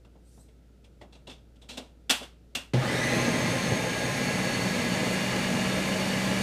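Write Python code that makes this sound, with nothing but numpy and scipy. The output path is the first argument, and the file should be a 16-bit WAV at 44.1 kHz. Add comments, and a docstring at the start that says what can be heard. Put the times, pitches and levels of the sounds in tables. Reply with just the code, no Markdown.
"""A home kitchen, across the counter from a blender full of fruit and water.
The plastic lid squeaks by stick-slip friction and is snapped shut; a button clicks, and the motor
jolts and spins up to a roar. Rattle, whine and hiss follow the shaft's rotation, while chopped fruit
and churning pulp excite the resonances of jar and housing. A refrigerator hums underneath."""
import sys
import numpy as np
from scipy import signal
from scipy.fft import rfft, irfft, next_fast_len
from scipy.io import wavfile

SR = 44100
rng = np.random.default_rng(int(sys.argv[2]) if len(sys.argv) > 2 else 0)


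def to_wav(s):
    """Save 16-bit WAV."""
    ch = np.atleast_2d(s).T  # columns
    pcm = np.round(np.clip(ch, -1, 1) * 32767)  # PCM
    wavfile.write(sys.argv[1], SR, pcm.astype(np.int16))


N = 283122
TIME = np.arange(N) / SR

SWITCH_ON_S, FREE_SPEED_HZ = 2.735, 195.1
ROOM_T60_S, RING_T60_S, ECHO_T60_S = 0.27, 0.27, 0.3

# Levels in the tables are relative; each source applies its own gain.
# Spectral envelopes: frequency_hz, level_db
RATTLE_SPECTRUM = [(530, -27), (900, -1.5), (1320, -2.5), (1530, -4), (1680, 3), (2050, 0), (3390, -5),
                   (4400, -9.5), (5000, -11), (6000, -16), (7800, -89), (13200, -120)]  # drive coupling
CHURN_SPECTRUM = [(15, -21), (25, -29), (80, -12), (119, -6), (156, -3), (182, -3.5), (245, -4.5),
                  (381, -11), (528, -6.5), (682, -16), (838, -10.5), (961, -26), (1500, -22), (1950, -29),
                  (3300, -120)]  # moving pulp
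AIR_SPECTRUM = [(2650, -13.5), (4500, 0.5), (5010, -9), (6450, -1.5), (7230, -8), (11000, -11),
                (12900, -19), (14300, -15), (15400, -28)]  # fan and brushes
THUD_SPECTRUM = [(60, -20), (130, -3), (190, -5), (260, -1), (370, -6), (520, -4), (850, -8), (1500, -24),
                 (4000, -50)]  # low part of a snap
CLACK_SPECTRUM = [(300, -30), (900, -8), (1800, -7), (2500, -2), (4800, -3), (8500, -9), (11000, -24),
                  (15000, -36)]  # middle of a snap
TICK_SPECTRUM = [(3000, -20), (6500, -5), (10000, 0), (12500, -2), (15000, -9)]  # bright edge of a hard contact
ECHO_SPECTRUM = [(250, -23), (600, 2.5), (1000, 3), (1900, 1.5), (3200, 1.5), (5000, -6.5), (8500, -17),
                 (11000, -28), (15000, -39)]  # a snap as the kitchen reflects it
FLAT_SPECTRUM = [(100, 0), (15000, 0)]
ROOM_SPECTRUM = [(15, -45.5), (25, -13), (69, -16.5), (109, -6.5), (354, -15), (394, -19.5), (438, -15),
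                 (1120, -39.5), (1310, -30.5), (1760, -37), (3730, -39), (8780, -45.5), (15000, -52)]
# Resonances of the motor housing, filled jar and plastic parts: centre_hz, width_hz, gain_db
HOUSING_MODES = [(1221, 35, 5), (1383, 25, 4), (1648, 45, 8.5), (1750, 25, 5), (2021, 35, 7.5),
                 (2345, 50, 5), (2850, 70, 4), (3170, 50, 3), (3620, 70, 8), (4375, 50, 7)]
JAR_MODES = [(124.4, 7.6, 9), (237.2, 5.7, 10), (518, 26, 0), (626, 51, 7.5), (862, 12, 5.5),
             (1039, 39, 15.5)]
PLASTIC_MODES = [(248, 45, 7), (580, 120, 2), (1400, 150, 2), (2740, 220, 9), (3400, 330, 10),
                 (8400, 800, 4)]
# Commutator and fan tones: shaft_multiple, level_db
WHINE_HARMONICS = [(2, -5), (3, -6.5), (11, -10.5), (12, -5), (13, -16.5), (15, -6), (23, -22), (24, -7),
                   (36, -19)]
# Impacts of large fruit pieces and of pips on the jar: start_s, level_db
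CHUNK_HITS = [(2.736, -21), (2.744, -19.5), (3.101, -37), (3.163, -19.5), (3.279, -16.5), (3.48, -31),
              (3.719, -16), (4.211, -25.5), (4.84, -39)]
PIP_HITS = [(3.1614, -34), (5.1294, -33)]
# Blows on the lid: start_s, level_db, thud_level_db, ring_hz, lowpass_hz, contact_s
LID_KNOCKS = [(0.046, -52, -57, 1400, 7000, 0.011), (0.151, -62, -56, 1220, 3000, 0.009),
              (0.373, -66, -54, 1470, 2500, 0.011), (0.482, -55, -65, 2190, 5000, 0.014),
              (0.84, -51, -63, 2430, 14000, 0.018), (1.01, -43, -46.5, 1970, 5000, 0.018),
              (1.123, -48, -62, 3950, 8000, 0.027), (1.15, -48, -59, 3810, 8000, 0.0072),
              (1.269, -36.5, -45.5, 3850, 5500, 0.018), (1.293, -38, -62, 3600, 6000, 0.034),
              (1.556, -53, -68, 3050, 15000, 0.0097), (1.614, -48.5, -59, 3750, 12000, 0.027),
              (1.686, -34, -50, 4050, 10000, 0.047), (1.771, -25, -38, 3770, 9900, 0.011),
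              (2.095, -5.5, -31, 2780, 14000, 0.0073), (2.104, -8.5, -37, 3330, 15000, 0.0087),
              (2.208, -53, -39, 3080, 7000, 0.0096), (2.226, -32, -65, 3030, 5000, 0.012)]
# Slips of the lid seal on the jar: start_s, length_s, start_pitch_hz, level_db
SEAL_SLIPS = [(0.237, 0.075, 3830, -70), (0.385, 0.051, 3750, -63)]


def blender(drag_hz=24.7, spin_up_s=0.102, thinning_s=1.94, chopping_s=1, torque_s=0.35, wobble=0.002953):
    """Rotating machine under load: the shaft spins up, then gains speed as the pulp thins and drags less."""
    age = np.maximum(TIME - SWITCH_ON_S, 1 / SR)
    thickness = np.exp(-age / thinning_s)
    pieces = np.exp(-(age / chopping_s) ** 4)
    torque = np.exp(-age / torque_s)
    speed = (FREE_SPEED_HZ - drag_hz * thickness) * (1 - np.exp(-age / spin_up_s))
    angle = 2 * np.pi * np.cumsum(speed * (1 + wobble * drift(12))) / SR
    running = np.clip((TIME - SWITCH_ON_S) / 0.003, 0, 1)
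    lull = swell(middle_s=3.86, half_length_s=0.34)  # the treble sinks for a moment
    # Each gain in dB: its value at free speed, a power law of speed, and a term for the load.
    speed_db = 20 * np.log10(speed / FREE_SPEED_HZ)
    hum = unbalance(angle, speed)
    roar = coupling_rattle(angle, -34.5 + 0.84 * speed_db + 2 * pieces)
    roar += fan_hiss(angle, -40 + 1.1 * speed_db + 0.66 * pieces)
    fruit = blade_growl(angle, -42.5 + 0.4 * speed_db + 1.3 * pieces)
    fruit += pulp_churn(-30.5 + 0.57 * speed_db + 2.6 * pieces)
    tones = motor_whine(angle, -44 + 2.26 * speed_db + 16 * torque - 5 * lull)
    tones += bearing_whistle(angle, -54 + 1.1 * speed_db + 5.3 * (thickness + torque))
    direct = running * (from_db(-lull) * roar + fruit + hum)
    return direct + reverberate(running * tones, wet_db=1.5) + fruit_knocks() + starting_jolt()


def pulp_churn(gain_db, slosh_db=0.46):
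    """Random forcing: eddies and soft pieces excite the modes of the filled jar."""
    force = rng.standard_normal(N) + 0.52 * grains(per_s=500, spread_db=3.4)
    force *= from_db(slosh_db * drift(14))
    return from_db(gain_db) * unit_rms(resonate(force, CHURN_SPECTRUM, JAR_MODES))


def coupling_rattle(angle, gain_db, buzz_db=-8.0, beat=0.19):
    """Cyclic impacts in the coupling: what repeats each turn is a harmonic buzz, the rest is noise."""
    buzz = sum(np.sin(k * angle + rng.uniform(0, 2 * np.pi) + 0.48 * drift(10)) * (1 + .5 * drift(9))
               for k in range(4, 34))
    knocks = rng.standard_normal(N) + .5 * grains(per_s=2500, spread_db=5.6)
    knocks *= 1 + beat * np.cos(2 * angle) + 0.033 * np.cos(angle)
    knocks, buzz = (unit_rms(resonate(x, RATTLE_SPECTRUM, HOUSING_MODES)) for x in (knocks, buzz))
    return from_db(gain_db) * unit_rms(knocks + from_db(buzz_db) * buzz)


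def unbalance(angle, speed, resonant_db=-31.5, base_hz=193.4, width_hz=10.8):
    """Forced vibration: the base hums as the unbalanced shaft nears its resonance on the counter."""
    response = from_db(resonant_db) / np.hypot(1, 2 * (speed - base_hz) / width_hz)
    return response * np.sqrt(2) * np.sin(angle) * (1 + 0.026 * drift(3.2))


def fan_hiss(angle, gain_db, beat=0.085):
    """Amplitude modulation: noise from the cooling fan and brushes pulses twice a turn."""
    hiss = rng.standard_normal(N) + .5 * grains(per_s=1500, spread_db=3.2)
    hiss *= 1 + beat * np.cos(2 * angle)
    hiss = resonate(hiss, AIR_SPECTRUM, modes=[(5420, 180, 6.0), (8390, 1260, 4.4)])
    return from_db(gain_db) * unit_rms(hiss)


def blade_growl(angle, gain_db, blur_rad=2.36):
    """Phase modulation: blades tearing fruit smear shaft harmonics into a rough band."""
    growl = sum(np.sin(k * angle + blur_rad * drift(60)) for k in range(11, 15))
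    return from_db(gain_db) * unit_rms(resonate(growl, FLAT_SPECTRUM, HOUSING_MODES))


def motor_whine(angle, gain_db, ripple_hz=120, flutter=0.46):
    """Commutator and fan tones gain sidebands from torque ripple at twice the mains frequency."""
    ripple = 1 + np.cos(2 * np.pi * ripple_hz * TIME)
    tones = sum(from_db(db) * (1 + flutter * drift(40)) * np.sin(k * angle + drift(35))
                for k, db in WHINE_HARMONICS)
    return from_db(gain_db) * resonate(ripple * tones, FLAT_SPECTRUM, HOUSING_MODES)


def bearing_whistle(angle, gain_db):
    """A rough bearing tone climbs into a resonance; higher harmonics join when it is loudest."""
    tones = sum(np.sin(k * angle + 1.1 * drift(80)) for k in range(35, 39))
    whistle = unit_rms(resonate(tones, FLAT_SPECTRUM, modes=[(6450, 330, 10)]))
    upper = .5 * np.sin(59 * angle + 1.1 * drift(120)) + .35 * np.sin(48 * angle + 1.3 * drift(120))
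    strain = from_db(gain_db - gain_db.max())
    return from_db(gain_db) * (whistle + 1.3 * strain * upper)


def fruit_knocks(gain_db=-4, t60_s=0.14):
    """Soft impacts: large pieces strike the wall and excite mainly the jar's low modes."""
    envelope = sum(from_db(db) * decay(start_s, t60_s) for start_s, db in CHUNK_HITS)
    knock = unit_rms(butterworth(resonate(rng.standard_normal(N), CHURN_SPECTRUM, JAR_MODES), 450, "low"))
    return from_db(gain_db) * butterworth(envelope * knock, [105, 1500], "band")


def starting_jolt(shake_db=-19.0, clack_db=-32.5, pitch_hz=128, hold_s=0.081, uneven=0.11):
    """Starting transient: inrush current shakes the base on the counter and the housing clacks."""
    age = np.maximum(TIME - SWITCH_ON_S, 0)
    phase = 2 * np.pi * pitch_hz * age
    shake = np.sin(phase + uneven * drift(60))
    shake += uneven * (drift(60) * np.sin(2 * phase) + .5 * drift(78) * np.sin(3 * phase))
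    shake *= np.clip(age / 0.019, 0, 1) * np.exp(-(age / hold_s) ** 4)
    clack = unit_rms(butterworth(shaped_noise(FLAT_SPECTRUM, HOUSING_MODES), [200, 4000], "band"))
    return from_db(shake_db) * shake + from_db(clack_db) * clack * decay(SWITCH_ON_S, t60_s=0.31)


def pip_ticks(gain_db=-8, t60_s=0.033):
    """Hard impacts: seeds touch the wall so briefly that the sound is mostly treble."""
    envelope = sum(from_db(db) * decay(start_s, t60_s) for start_s, db in PIP_HITS)
    return from_db(gain_db) * envelope * shaped_noise(TICK_SPECTRUM)


def lid_knocks(thud_db=3, clack_db=-6, tick_db=-16, ring_db=-5, echo_db=-25, tick_growth=1.1):
    """Impact excitation: the lid rings at a pitch set by the spot struck; harder blows are brighter."""
    thud, clack, tick = plastic_noises()
    room = shaped_noise(ECHO_SPECTRUM)
    out, age = np.zeros(N), TIME[:SR // 2]
    for start_s, level_db, thud_level_db, ring_hz, lowpass_hz, contact_s in LID_KNOCKS:
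        span = slice(int(start_s * SR), int(start_s * SR) + len(age))
        ring = from_db(ring_db) * band_noise(ring_hz - 160, ring_hz + 160, len(age))
        crack = from_db(level_db + clack_db) * (clack[span] + ring)
        crack *= snap_envelope(age, contact_s, tail_db=-17)
        edge = from_db(level_db * tick_growth + tick_db) * tick[span]
        edge *= snap_envelope(age, contact_s, tail_db=-14.5)
        thump = from_db(thud_level_db + thud_db) * thud[span]
        thump *= snap_envelope(age, 2 * contact_s, tail_db=-14, t60_s=0.29)
        # A soft push rocks the whole jar; a hard snap moves only the lid and lacks the bass.
        highpass_hz = np.interp(level_db, [-40, -23.5], [70, 194])
        out[span] += butterworth(thump, highpass_hz, "high", order=4)
        out[span] += butterworth(crack + edge, lowpass_hz, "low", order=1)
        out[span] += from_db(level_db + echo_db) * room[span] * echo_envelope(age, contact_s)
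    return out


def button_click(start_s=2.5495, contact_s=0.013, ring_hz=2760,
                 thud_db=-37, clack_db=-25, tick_db=-38, ring_db=-26, echo_db=-39):
    """Damped free vibration: the button snaps in with a hard edge and rings briefly."""
    thud, clack, tick = plastic_noises()
    ring = band_noise(ring_hz - 110, ring_hz + 110)
    age = np.maximum(TIME - start_s, 0)
    crack = from_db(clack_db) * clack + from_db(tick_db) * tick + from_db(ring_db) * ring
    crack *= snap_envelope(age, contact_s, tail_db=-10, rise_s=0.0037)
    thump = from_db(thud_db) * thud * snap_envelope(age, 2 * contact_s, tail_db=-8, t60_s=ECHO_T60_S)
    room = from_db(echo_db) * shaped_noise(ECHO_SPECTRUM) * echo_envelope(age, contact_s)
    return thump + crack + room


def seal_squeak(rub_db=-70, glide_hz_per_s=11000):
    """Stick-slip friction: the seal of the twisted lid hisses and slips in short rising squeaks."""
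    out = from_db(rub_db) * swell(middle_s=0.36, half_length_s=0.096) * band_noise(4600, 10500)
    for start_s, length_s, start_pitch_hz, level_db in SEAL_SLIPS:
        age = np.clip(TIME - start_s, 0, length_s)
        pitch_hz = (start_pitch_hz + glide_hz_per_s * age) * (1 + .028 * drift(900))
        phase = 2 * np.pi * np.cumsum(pitch_hz) / SR
        tone = 0.37 * np.sin(phase) + np.sin(2 * phase) + 0.23 * np.sin(3 * phase)
        out += from_db(level_db) * np.sin(np.pi * age / length_s) * tone
    return out


def refrigerator_and_room(hum_db=-55.5, hum_hz=59, room_db=-60):
    """Noise floor: the refrigerator's hum is one spectral line over the room's broadband noise."""
    noise = shaped_noise(ROOM_SPECTRUM)
    noise /= np.std(butterworth(noise, 90, "high"))
    hum = np.sqrt(2) * np.sin(2 * np.pi * hum_hz * TIME) * (1 + .06 * drift(4))
    return from_db(room_db) * noise + from_db(hum_db) * hum


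def reverberate(x, wet_db):
    """Diffuse field: dense, exponentially decaying reflections join the direct sound."""
    age = TIME[:SR // 2]
    tail = rng.standard_normal(len(age)) * from_db(-60 * age / ROOM_T60_S)
    return x + from_db(wet_db) * signal.fftconvolve(x, tail / np.linalg.norm(tail))[:N]


def resonate(x, spectrum, modes=()):
    """Minimum-phase filter: resonance peaks stand on a broad spectral envelope."""
    size = 2 * next_fast_len(N // 2 + SR // 2)
    hz = np.arange(size // 2 + 1) * SR / size
    knots_hz, knots_db = np.array(spectrum).T
    level_db = np.interp(np.log(hz + 1e-9), np.log(knots_hz), knots_db)
    level_db += sum(db / (1 + (2 * (hz - centre) / width) ** 2) for centre, width, db in modes)
    cepstrum = irfft(np.log(from_db(level_db)))
    cepstrum[1:size // 2] *= 2  # folding the cepstrum makes the filter causal
    cepstrum[size // 2 + 1:] = 0
    return irfft(rfft(x, size) * np.exp(rfft(cepstrum)))[:N]


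def shaped_noise(spectrum, modes=()):
    """Filtered white noise of unit power."""
    return unit_rms(resonate(rng.standard_normal(N), spectrum, modes))


def plastic_noises():
    """Thud, clack and tick, coloured by the modes of the plastic."""
    return [shaped_noise(part, PLASTIC_MODES) for part in (THUD_SPECTRUM, CLACK_SPECTRUM, TICK_SPECTRUM)]


def band_noise(low_hz, high_hz, samples=N):
    """Band-limited noise of unit power."""
    return unit_rms(butterworth(rng.standard_normal(samples), [low_hz, high_hz], "band"))


def grains(per_s, spread_db):
    """Shot noise of unit power: random impacts of uneven size."""
    sizes = from_db(spread_db * np.minimum(rng.exponential(1, N), 4)) * rng.choice([-1, 1], N)
    return unit_rms(sizes * (rng.random(N) < per_s / SR))


def drift(rate_hz):
    """Random fluctuation of unit variance, mostly below rate_hz."""
    knots = rng.standard_normal(N // 20)
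    return np.interp(TIME * rate_hz * 2, np.arange(len(knots)), knots) * np.sqrt(3 / 2)


def snap_envelope(age, contact_s, tail_db, t60_s=RING_T60_S, rise_s=0.0075):
    """Incoherent sum: a short contact and its diffuse ring add in power."""
    power = np.exp(-2 * age / contact_s) + from_db(tail_db - 60 * age / t60_s) ** 2
    return np.sqrt(power) * np.clip(age / rise_s, 0, 1)


def echo_envelope(age, contact_s):
    """Build-up and decay of the reverberant field behind a snap."""
    return (1 - np.exp(-age / contact_s)) * from_db(-60 * age / ECHO_T60_S)


def decay(start_s, t60_s):
    """Exponential decay after a jump to 1."""
    return (TIME >= start_s) * from_db(-60 * np.clip((TIME - start_s) / t60_s, 0, 5))


def swell(middle_s, half_length_s):
    """Gaussian envelope with a peak of 1."""
    return np.exp(-((TIME - middle_s) / half_length_s) ** 2)


def butterworth(x, hz, kind, order=2):
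    """Filter with a maximally flat passband."""
    return signal.sosfilt(signal.butter(order, np.clip(hz, 10, SR * .45), kind, fs=SR, output="sos"), x)


def from_db(db):
    """Decibels to amplitude ratio."""
    return 10 ** (np.asarray(db) / 20)


def unit_rms(x):
    """Scale to unit power."""
    return x / np.sqrt(np.mean(x ** 2) + 1e-20)


def scene():
    """Superposition: all sources add at one point, the same in both channels."""
    handling = lid_knocks() + reverberate(seal_squeak(), wet_db=-0.5) + button_click()
    mono = handling + blender() + pip_ticks() + refrigerator_and_room()
    return np.array([mono, mono])


def record(dry, cutoff_hz=15400):
    """Band limiting: a steep elliptic low-pass removes the highest treble."""
    return signal.sosfilt(signal.ellip(10, .2, 80, cutoff_hz, fs=SR, output="sos"), dry)


dry = scene()
out = record(dry)
to_wav(out)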